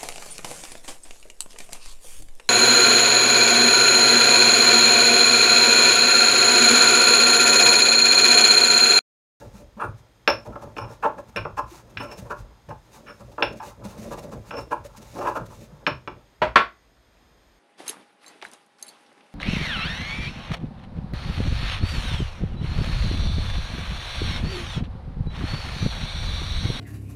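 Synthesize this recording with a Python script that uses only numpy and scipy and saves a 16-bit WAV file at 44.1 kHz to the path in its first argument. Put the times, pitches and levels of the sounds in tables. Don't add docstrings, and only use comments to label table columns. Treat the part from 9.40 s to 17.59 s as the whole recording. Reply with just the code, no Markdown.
import sys
import numpy as np
from scipy import signal
from scipy.fft import rfft, irfft
from scipy.io import wavfile
from scipy.ndimage import uniform_filter1d

SR = 44100
rng = np.random.default_rng(int(sys.argv[2]) if len(sys.argv) > 2 else 0)


def bounce(signal):
    frames = np.transpose(np.atleast_2d(signal))
    limited = np.clip(frames, -1, 1)
    pcm = np.round(limited * 32767).astype(np.int16)
    wavfile.write(sys.argv[1], SR, pcm)


def volts(x):
    e = np.asarray(x, float) / 20
    return 10 ** e


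N = 361179


def in_time(rows):
    s, *columns = np.transpose(rows)
    return [np.interp(np.arange(N) / SR, s, column) for column in columns]


def at_hz(points, hz):
    table_hz, values = np.transpose(points)
    return np.interp(np.log(hz), np.log(table_hz), values)


def rms_one(x):
    return x / np.sqrt(np.mean(x ** 2) + 1e-20)


def coloured(x, spectrum):
    hz = np.arange(len(x) // 2 + 1) * SR / len(x) + 1e-3
    inside = (hz > spectrum[0][0]) & (hz < spectrum[-1][0])
    return irfft(rfft(x) * volts(at_hz(spectrum, hz)) * inside, len(x))


def evened(x, width_hz):
    spectrum = rfft(x)
    smooth = uniform_filter1d(np.abs(spectrum) ** 2, max(round(width_hz * len(x) / SR), 1))
    return irfft(spectrum / np.sqrt(smooth + 1e-12), len(x))


def steadied(x, span_s):
    return rms_one(x / np.sqrt(uniform_filter1d(x ** 2, round(span_s * SR)) + .25))


def dull(x, cut_hz):
    return signal.sosfilt(signal.butter(4, cut_hz, fs=SR, output="sos"), x)


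def drift(rate):
    points = rng.standard_normal(4000)
    return np.interp(np.arange(N) / SR * rate, np.arange(len(points)), points) * np.sqrt(3 / 2)


def ring(force, hz, t60):
    r, w = volts(-60 / (t60 * SR)), 2 * np.pi * hz / SR
    return signal.lfilter([0, np.sin(w)], [1, -2 * r * np.cos(w), r * r], force + 1e-18)


def strike(times, level_db, contact_s, modes, colour_db=None):
    spot_db = 1.5
    t = np.arange(SR // 8) / SR
    luck = rng.standard_normal((len(times), len(modes)))
    rough = rng.standard_normal((len(times), len(t)))
    done = np.minimum(t / np.clip(contact_s, 3e-4, .12)[:, None], 1)
    push = rough * done ** .6 * (1 - done) ** .6
    push = push / np.sqrt(np.sum(push ** 2, axis=1, keepdims=True))
    power = np.abs(rfft(push)) ** 2
    bins = np.arange(len(t) // 2 + 1) * SR / len(t)
    out = np.zeros(N)
    for k, (hz, mode_db, t60) in enumerate(modes):
        reach = 1 / (1 + ((bins - hz) * 2 * np.pi * t60 / np.log(1000)) ** 2)
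        share = power @ reach / reach.sum()
        own_db = spot_db * luck[:, k] + (colour_db(hz) if colour_db else 0)
        gains = volts(level_db + mode_db + own_db) / np.sqrt(.93 * share + .07)
        force = np.zeros(N + len(t))
        for s, gain, shape in zip(times, gains, push):
            start = round(s * SR)
            force[start:start + len(t)] += gain * shape
        out += (-1) ** k * ring(force[:N], hz, t60)
    return out


def grit(per_s, size_db):
    sizes = volts(size_db * np.minimum(rng.exponential(1, N), 4)) * rng.choice([-1, 1], N)
    return rms_one(sizes * (rng.random(N) < per_s / SR))


def rubbed(modes, per_s, damping):
    force, out = grit(per_s, size_db=0.5), 0
    for k, (hz, db, t60) in enumerate(modes):
        out = out + volts(db) * (-1) ** k * ring(force, hz, t60 * damping)
    return rms_one(out)


# (frequency [Hz], level [dB per Hz])
ROOM_TONE = [(18, -25.5), (30, 6), (59, -16), (188, -3.5), (716, -8.5), (1610, -14.5), (1750, -12),
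             (2390, -16.5), (3190, -22.5), (3540, -16), (5540, -27), (6650, -23.5), (10400, -43.5),
             (11800, -27), (15800, -52)]
ROOM_TONE_DB = -61.5
# (frequency [Hz], width [Hz], level [dB])
WHINES = [(3240, 72, -3), (5050, 170, -5), (6510, 68, -6.5), (8700, 220, -12), (12000, 150, -17)]


def hum():
    white, bands = rng.standard_normal(N), 0
    for hz, width, db in WHINES:
        t60 = np.log(1000) / np.pi / width
        bands = bands + volts(db) * rms_one(ring(white, hz, t60)) * np.sqrt(width)
    floor = rms_one(coloured(rng.standard_normal(N), ROOM_TONE)) + volts(-11.5) * rms_one(bands)
    return volts(ROOM_TONE_DB + .5 * drift(9.8)) * floor


# (frequency [Hz], t60 [s])
TILES_T60 = [(200, .24), (1000, .21), (4000, .21), (12000, .18)]


def kitchen(x):
    t = np.arange(SR // 2) / SR
    white, tail = rng.standard_normal(len(t)), 0
    for _ in range(6):
        cells = signal.stft(white, nperseg=2048, noverlap=1536)[2]
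        flat = cells / (np.abs(cells) + 1e-12)
        white = signal.istft(flat, nperseg=2048, noverlap=1536)[1][:len(t)]
    for low in 90 * 2. ** np.arange(8):
        octave = signal.butter(2, [low, min(2 * low, .45 * SR)], "band", fs=SR, output="sos")
        tail = tail + signal.sosfilt(octave, white) * volts(-60 * t / at_hz(TILES_T60, 1.4 * low))
    build_up = 1 - np.exp(-np.maximum(t - .001, 0) / .002)
    tail = evened(tail, 35) * build_up * (t < .42)
    return signal.fftconvolve(x, tail / np.sqrt(np.sum(tail ** 2)))[:N]


# (time [s], level [dB], contact [s])
LAID_ENDS = [
    (7.0168, -7, 0.008),
    (7.157, 1.5, 0.0035),
]
# (frequency [Hz], level [dB], t60 [s])
POT_MODES = [(1105, -2, .6), (1240, -5, .5), (2010, -4, .6)]


def pot():
    s, level_db, contact_s = LAID_ENDS[-1]
    return strike([s], np.array([level_db - 49]), np.array([contact_s]), POT_MODES)


# (time [s], pressure [dB], sliding speed [dB])
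WRIST = [(0.0, -50.5, -53.5), (0.15, -57.5, -68.5), (0.88, -62, -72), (1.07, -53.5, -65),
         (2.32, -54.5, -71), (2.83, -52.5, -57.5), (3.04, -58.5, -74), (3.59, -59, -63),
         (4.02, -54.5, -63.5), (4.48, -50.5, -68), (4.64, -48, -49), (4.85, -50, -60), (5.46, -54.5, -68),
         (5.65, -51, -54.5), (5.81, -46, -49), (6.04, -51.5, -63), (6.32, -52.5, -67.5),
         (7.0, -70.5, -81.5)]
# (time [s], sway level [dB], knock-through level [dB])
ARM_THRUSTS = [(0.08, -42.5, -43.5), (0.239, -44.5, -73), (0.477, -43, -31.5), (0.92, -47, -38.5),
               (1.091, -44, -40), (1.248, -56, -40), (1.436, -58, -33), (1.68, -66, -47.5), (2.0, -49, -34),
               (2.11, -43, -39.5), (2.24, -43.5, -46), (2.59, -47, -37.5), (2.83, -40.5, -40.5),
               (2.999, -38.5, -42.5), (3.311, -46, -41), (3.6, -57, -65), (3.84, -47.5, -43.5),
               (4.06, -44, -42), (4.441, -46, -41.5), (4.75, -48, -58), (4.969, -47, -36.5),
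               (5.2, -43, -44), (5.408, -42, -43), (5.7, -55, -65), (6.02, -54, -39), (6.18, -56, -44.5),
               (6.52, -59, -35.5), (6.71, -52, -43), (7.061, -36, -42), (7.18, -45, -54)]
# (frequency [Hz], level [dB], t60 [s])
THUD_MODES = [(330.2, -2.5, 0.032), (359.5, -3, 0.055), (514, 8, 0.01), (573, 2, 0.055), (598, -3.5, 0.034)]


def worktop():
    lean_db_per_s, ease_db_per_s = 297.5, 123.5
    t = np.arange(N) / SR
    pressure_db = in_time(WRIST)[0] - ease_db_per_s * np.maximum(t - WRIST[-1][0], 0)
    sway_db = np.maximum(pressure_db - 3, -63.5)
    through_db = np.maximum(pressure_db - 2, -73)
    for s, lean_db, jolt_db in ARM_THRUSTS:
        loss = np.maximum(lean_db_per_s * (s - t), ease_db_per_s * (t - s))
        sway_db = np.maximum(sway_db, lean_db - loss)
        through_db = np.maximum(through_db, jolt_db - 1.24 * loss)
    sway = steadied(rubbed([(45, -1, .2), (60, 0.5, .15)], 900, damping=0.8), .12)
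    through = steadied(rubbed([(114.6, 0, .25)], 900, damping=0.72), .06)
    thrum_modes = [(170.0, -4.5, 0.056), (223.8, -10.0, 0.24)] + THUD_MODES
    thrum = steadied(rubbed(thrum_modes, 220, damping=0.95), 0.37)
    usual_db, growth = -53.5, 1.8
    thrum_gain = volts(usual_db + growth * (pressure_db - usual_db) - 3) + volts(through_db - 13)
    flutter = volts(5.5 * drift(18))
    return volts(sway_db) * sway + volts(through_db) * through + thrum_gain * flutter * thrum


def hand_stops(s):
    return np.maximum(np.arange(N) / SR - s - 0.054, 0)


# (frequency [Hz], level [dB], t60 [s])
CLOSE_NOTE = [(620, 0, .4)]


def held_note():
    s, level_db, contact_s = LAID_ENDS[0]
    note = strike([s], np.array([level_db - 8.5]), np.array([contact_s]), CLOSE_NOTE)
    return note * volts(-60 * hand_stops(s) / .035)


# (frequency [Hz], level [dB], t60 [s])
FIRST_END_MODES = [(307, -14, .06), (540, -11, .03), (945, -2, .025), (1090, -6, .03), (1370, -8, .035),
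                   (1570, -10, .03), (1920, -15, .03), (2230, -14, .03), (2590, -13, .035),
                   (2720, -14, .015), (2930, -14, .025), (3250, -19, .03), (3900, -19, .03),
                   (4400, -20, .02)]
# (frequency [Hz], level [dB], t60 [s])
SECOND_END_MODES = [(620, -13, .04), (950, -9, .03), (1110, 1, .05), (1190, -2, .035), (1250, -2, .03),
                    (1350, 1.5, .05), (1518, -5, .03), (1720, -5, .025), (2010, -13, .012),
                    (2310, -10, .012), (2700, -12, .01), (3340, -8, .015), (3600, -11, .012),
                    (4400, -18, .007)]
# (frequency [Hz], level [dB per Hz])
FIRST_END_CRACK = [(59, -49), (100, -21.5), (452, -16.5), (620, -11), (733, -18), (942, -14), (2630, -24),
                   (15000, -74)]
# (frequency [Hz], level [dB per Hz])
SECOND_END_CRACK = [(59, -60.5), (100, -22.5), (352, -14.5), (607, -11), (1020, -13.5), (1320, -4.5),
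                    (3460, -20), (15000, -72.5)]


def laid_down():
    out, t = np.zeros(N), np.arange(SR // 4) / SR
    ends = [(FIRST_END_MODES, FIRST_END_CRACK), (SECOND_END_MODES, SECOND_END_CRACK)]
    for (s, level_db, contact_s), (modes, colour) in zip(LAID_ENDS, ends):
        shape = volts(-60 * t / 0.1) * (1 - np.exp(-t / contact_s))
        snap = evened(rng.standard_normal(len(t)) * shape, 150)
        crack = rms_one(coloured(snap, colour)) * np.minimum(t / .001, 1) * (t < .2)
        start = round(s * SR)
        out[start:start + len(t)] += volts(level_db - 24.0) * crack
        rung = strike([s], np.array([level_db - 3.5]), np.array([contact_s]), modes)
        out += dull(rung, cut_hz=11000) * volts(-60 * hand_stops(s) / .03)
    return out


# (time [s], peak level [dB], pitch [Hz])
ROCKS = [(0.045, -57, 200), (0.148, -37, 207), (0.372, -32.5, 226), (1.067, -52, 186), (1.159, -41, 159),
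         (1.372, -34, 307), (1.786, -57, 222), (1.961, -35, 203), (2.057, -34, 148), (2.32, -35.5, 322),
         (2.541, -47, 156), (2.605, -29.5, 230), (2.791, -34.5, 193), (2.92, -43.5, 150),
         (3.287, -31.5, 143), (3.41, -56, 143), (3.695, -43.5, 225), (3.802, -42, 185), (3.996, -35, 316),
         (4.122, -46, 228), (4.162, -43, 196), (4.455, -27, 246), (4.589, -29.5, 243), (4.717, -37, 148),
         (4.784, -40, 186), (4.834, -43, 205), (4.932, -33.5, 198), (5.094, -40, 176), (5.333, -37, 323),
         (5.584, -39.5, 204), (5.756, -32, 303), (5.973, -34.5, 179), (6.144, -53, 172),
         (6.206, -46.5, 281), (6.328, -35.5, 170), (6.471, -33, 157)]


def thumps():
    rise_s, t60_s = 0.0075, 0.085
    out, t = np.zeros(N + SR), np.arange(SR // 4) / SR
    waver = rng.standard_normal((len(ROCKS), 12))
    shape = (1 - np.exp(-t / rise_s)) * volts(-60 * t / t60_s)
    shape = shape / shape.max()
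    for (s, level_db, hz), luck in zip(ROCKS, waver):
        bend = 1 + 0.13 * np.interp(t, np.linspace(0, t[-1], len(luck)), luck)
        note = np.sin(2 * np.pi * hz * np.cumsum(bend) / SR)
        start = round((s - .006) * SR)
        out[start:start + len(t)] += volts(level_db - 5) * shape * note
    return out[:N]


# (time [s], level [dB], length [s])
SWEEPS = [(0.095, -47, 0.14), (0.554, -54, 0.064), (1.352, -44.5, 0.052), (1.467, -47, 0.1),
          (1.873, -50, 0.038), (1.963, -33, 0.0057), (2.243, -41.5, 0.17), (2.495, -50.5, 0.023),
          (2.569, -49, 0.03), (2.612, -42, 0.043), (2.707, -41.5, 0.036), (2.767, -36.5, 0.042),
          (2.951, -46.5, 0.076), (3.288, -47, 0.018), (3.507, -42.5, 0.084), (3.915, -48.5, 0.022),
          (4.12, -47, 0.026), (4.154, -45, 0.045), (4.202, -39.5, 0.12), (4.424, -42.5, 0.13),
          (4.605, -40, 0.048), (5.04, -45, 0.082), (5.145, -42, 0.09), (5.558, -38.5, 0.033),
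          (5.614, -41.5, 0.027), (5.758, -40, 0.045), (6.052, -43.5, 0.027), (6.058, -46, 0.14),
          (6.163, -46, 0.11), (6.472, -36, 0.011)]
# (time [s], board level [dB], puff level [dB], contact [s])
BERRY_CRUSHES = [(0.0155, -33.5, -65, 0.011), (0.371, -34, -58, 0.045), (0.4, -18.5, -49, 0.021),
                 (0.417, -13, -50, 0.017), (0.44, -19, -49, 0.012), (1.054, -34, -46.5, 0.035),
                 (1.125, -35, -62, 0.022), (1.22, -34.5, -44, 0.017), (1.63, -9, -41.5, 0.022),
                 (1.647, -9, -47, 0.022), (1.661, -22.5, -50, 0.011), (1.783, -27.5, -46, 0.013),
                 (2.175, -11.5, -37, 0.029), (2.851, -36.5, -56, 0.037), (2.903, -17, -40, 0.034),
                 (3.307, -24.5, -54, 0.014), (3.797, -39, -49, 0.036), (3.994, -22, -50, 0.029),
                 (4.22, -26.5, -46, 0.026), (4.444, -38, -38, 0.022), (4.581, -63, -41.5, 0.032),
                 (4.712, -33, -53, 0.0086), (4.718, -26.5, -34.5, 0.034), (4.778, -37, -37, 0.0098),
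                 (4.829, -39, -42, 0.023), (4.919, -35, -41, 0.024), (5.314, -11, -39.5, 0.026),
                 (5.448, -39, -38.5, 0.0097), (5.813, -19.5, -43, 0.022), (5.836, -15.5, -50, 0.061),
                 (5.853, -20, -48, 0.024), (5.873, -12, -35.5, 0.015), (5.892, -21.5, -50, 0.034),
                 (5.956, -14.5, -37, 0.027)]
# (frequency [Hz], level [dB per Hz])
POWDER_HISS = [(710, -8.5), (1200, -9), (2780, -7), (3200, -16), (3640, -8), (4770, -10.5), (6600, -7.5),
               (7590, -12.5), (13700, -18.5), (15800, -21.5)]
# (frequency [Hz], level [dB], t60 [s])
BOARD_MODES = [(720, -6, .025), (775, -4, .025), (865, -1, 0.035), (935, 0, 0.025), (1030, 2, .025),
               (1095, 4, 0.022), (1150, 3, 0.025), (1260, 0, .02), (1350, 2, 0.025), (1454, 0, 0.019),
               (1600, -1, 0.02), (1700, -1, .02)]
# (frequency [Hz], level [dB], t60 [s])
STONE_MODES = [(1600, -6, .01), (1800, -6, .008), (1990, -8, .008), (2200, -7, .008), (2430, -3, .01),
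               (2600, -3, .01), (2780, -5, .01), (2980, -11, .008), (3250, -13, .007), (3570, -12, .008),
               (3850, -13, .006), (4150, -14, .007), (4480, -17, .006), (4850, -17, .006)]


def powder_swells():
    puffs = [(s - .011, puff_db, 0.041) for s, _, puff_db, _ in BERRY_CRUSHES]
    swells = np.zeros(N)
    for s, swell_db, length in SWEEPS + puffs:
        swell = np.hanning(round(1.25 * length * SR)) ** 2
        start = round((s - .004) * SR)
        swells[start:start + len(swell)] += volts(2 * (swell_db - 10.0)) * swell
    return swells


def grinding():
    pressure_db, speed_db = in_time(WRIST)
    moving = np.clip((WRIST[-1][0] - np.arange(N) / SR) / .02, 0, 1)
    judder = drift(38)
    swells = powder_swells()
    drag = np.sqrt(volts(2 * (pressure_db - 7.5)) + volts(2 * -3) * swells) * volts(5.5 * judder)
    rub = drag * dull(rubbed(BOARD_MODES + STONE_MODES, 3400, damping=0.93), cut_hz=1120)
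    power = volts(2 * (speed_db - 3.0 + 0.62 * judder)) + swells
    hiss = np.sqrt(power) * rms_one(coloured(grit(14000, size_db=4.5), POWDER_HISS))
    return moving * rub, moving * hiss


# (time [s], level [dB], contact [s])
CHATTERS = [(0.397, -58, 0.047), (0.427, -59, 0.031), (0.873, -72.5, 0.031), (1.3854, -64, 0.054),
            (1.9609, -56, 0.016), (2.5954, -58, 0.024), (2.6494, -67, 0.0143), (3.6676, -66, 0.046),
            (4.032, -56, 0.0082), (5.3178, -58, 0.024), (7.1564, -52, 0.022)]
# (frequency [Hz], level [dB], t60 [s])
PESTLE_MODES = [(8900, -4, .02), (9070, 0, .03), (9200, -5, .02), (13300, -8, .02)]


def pestle_sings():
    s, sing_db, contact_s = np.transpose(CHATTERS)
    return strike(s, sing_db + 10.0, contact_s, PESTLE_MODES)


# (time [s], board level [dB], then re board: thud [dB], crack [dB], bowl ring [dB])
STONE_KNOCKS = [(0.876, -9, -12.5, 1, -18), (0.885, -16, -17, -11, -18), (0.898, -19, -9, -5, -11.5),
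                (1.366, -31, -2.5, -3.5, -30), (1.383, -22, -16.5, -10.5, -28.5),
                (1.961, -18, -8.5, -6, -24), (2.051, -21.5, -9, -13, -47), (2.572, -34.5, -29, 11.5, -16.5),
                (3.287, -35, -7, -22.5, -35), (3.98, -21, -8.5, -26, -61.5), (4.024, -13.5, -6, 1.5, -22.5),
                (5.108, -27.5, -16, -3, -31), (5.141, -34.5, 3, -4.5, -36), (6.466, -17, -10, 4.5, -26),
                (6.475, -15, -6.5, -16, -30.5), (6.676, -25.5, 0.5, -3.5, -34),
                (7.769, -72.5, -12, 11.5, -36.5)]
# (time [s], board level [dB], re board: crack [dB], bowl ring [dB], contact [s])
STONE_SKIDS = [(1.153, -23.5, -33, -51, 0.0073), (1.404, -25.5, -18, -29, 0.026),
               (1.431, -28.5, -15, -38, 0.022), (1.467, -30.5, -23, -33, 0.074),
               (1.963, -20.5, -2, -31, 0.027), (2.172, -38, -11, -19, 0.011), (3.291, -52, -9, -20, 0.011),
               (2.594, -22.5, -6.5, -26, 0.028), (2.615, -29.5, -9, -26, 0.048),
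               (2.658, -33.5, -11, -23, 0.094), (2.712, -35.5, -3, -14, 0.012),
               (3.661, -29.5, -11, -26.5, 0.046), (3.696, -35, -9, -26, 0.02),
               (4.197, -23.5, -21, -41, 0.011), (5.119, -28, -13, -26, 0.04),
               (5.162, -24.5, -10.5, -22, 0.035), (5.785, -24.5, -19, -35, 0.0054)]


def bare_contacts():
    knock = np.insert(np.array(STONE_KNOCKS), 5, .00045, axis=1)
    skid = np.insert(np.array(STONE_SKIDS), 2, -8.5, axis=1)
    s, *rest = np.vstack([knock, skid]).T
    return s - .0006, *rest


# (frequency [Hz], level [dB], t60 [s])
BOWL_MODES = [(5200, -16, .015), (5320, -6, .03), (5392, -7, .038), (5470, -12, .02), (5590, -17, .015),
              (5850, -19, .012)]
# (frequency [Hz], level [dB], t60 [s])
BOWL_TOP_MODES = [(11050, -4, .03), (11150, 0, .04), (13240, -3, .03), (13900, -8, .025)]


def bowl_rings():
    s, board_db, _, _, bowl_db, contact_s = bare_contacts()
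    low = strike(s, board_db + bowl_db + 20.5, contact_s + 0.00386, BOWL_MODES)
    high = strike(s, board_db + bowl_db - 13.0, contact_s + 0.0084, BOWL_TOP_MODES)
    return low + high


# (time [s], favoured pitch [Hz], extra thud [dB])
MORTAR_FOOTING = [(0.016, 805, -3), (0.371, 970, 3), (0.401, 1190, -5), (0.417, 1140, 0), (0.437, 1300, 2),
                  (0.876, 950, 8), (1.055, 960, 4.0), (1.125, 1170, -11), (1.157, 1045, 1),
                  (1.22, 980, 0.5), (1.366, 1110, 1.5), (1.386, 955, 10.5), (1.406, 1030, -9),
                  (1.431, 1000, -5), (1.467, 880, 2), (1.631, 950, 1.5), (1.654, 930, 9.5), (1.784, 975, 6),
                  (1.962, 1090, 0.5), (2.05, 1150, 3.5), (2.177, 990, 1), (2.572, 1450, -2),
                  (2.595, 1080, -0.5), (2.616, 1180, 8), (2.658, 1000, 8), (2.851, 940, -1.5),
                  (2.904, 1170, 4), (3.29, 850, 10), (3.306, 820, -10), (3.662, 1370, -5), (3.696, 1380, 3),
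                  (3.798, 1043, 0.5), (3.982, 1015, 2.5), (3.996, 1080, 9), (4.024, 1090, 2.5),
                  (4.203, 860, -16), (4.22, 890, -4), (4.444, 1050, 5.5), (4.715, 960, 5), (4.917, 970, 3),
                  (5.108, 1130, 8), (5.141, 1130, 3), (5.163, 1030, 9.5), (5.31, 946, 5), (5.449, 960, 3.5),
                  (5.789, 950, 10.5), (5.813, 930, 6.5), (5.835, 935, 7), (5.866, 1010, 5),
                  (5.953, 1110, 5.5), (6.466, 990, 3), (6.476, 950, 2.5), (6.676, 1060, -1)]


def knocks():
    bare_s, bare_db, bare_thud, bare_crack, _, bare_contact = bare_contacts()
    soft_s, soft_db, _, soft_contact = np.transpose(BERRY_CRUSHES)
    s = np.r_[bare_s, soft_s - 0.0067]
    contact_s = np.r_[bare_contact, soft_contact]
    foot_s, favoured_hz, extra_db = np.transpose(MORTAR_FOOTING)
    nearest = np.abs(s[:, None] + .004 - foot_s).argmin(axis=1)
    board_lag_s = .002
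    favour = 14 * np.where(contact_s > board_lag_s, 3, 1)

    def footing_db(hz):
        return -np.minimum(favour * np.log2(hz / favoured_hz[nearest]) ** 2, 11)

    board_db = np.r_[bare_db, soft_db] - 0.5
    board = strike(s, board_db, np.maximum(contact_s, board_lag_s), BOARD_MODES, footing_db)
    soft_thud_db = -24 + 0.36 * soft_db
    thud_db = np.r_[bare_db + bare_thud, soft_thud_db] + extra_db[nearest]
    thud = strike(s + 0.002087, thud_db + 1.5, contact_s + 0.00176, THUD_MODES)
    crack_db = np.r_[bare_db + bare_crack, soft_db - 23]

    def hardness_db(hz):
        return np.clip(crack_db + 8.5, -25, 15) * max(np.log2(hz / 2900), 0)

    crack = strike(s, crack_db + 11.0, contact_s, STONE_MODES, hardness_db)
    thin = signal.butter(2, 260, "high", fs=SR, output="sos")
    return dull(signal.sosfilt(thin, board + thud), cut_hz=5600) + dull(crack, cut_hz=6800)


def scene():
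    rub, hiss = grinding()
    stone = knocks() + bowl_rings() + pestle_sings()
    close, note = stone + rub + thumps() + laid_down(), held_note()
    echoes = volts(-4) * kitchen(close + volts(-5.0) * hiss + volts(-15.5) * note)
    return (close + note + hiss + echoes + worktop() + pot() + hum())[None]


def roll_off(x):
    return signal.sosfilt(signal.butter(12, 15850, fs=SR, output="sos"), x)


def record(dry):
    port = signal.sosfilt(signal.butter(5, 35, "high", fs=SR, output="sos"), dry)
    rounded = port / (1 + (port / .98) ** 4) ** .25
    return roll_off(rounded)


dry = scene()
out = record(dry)
bounce(out)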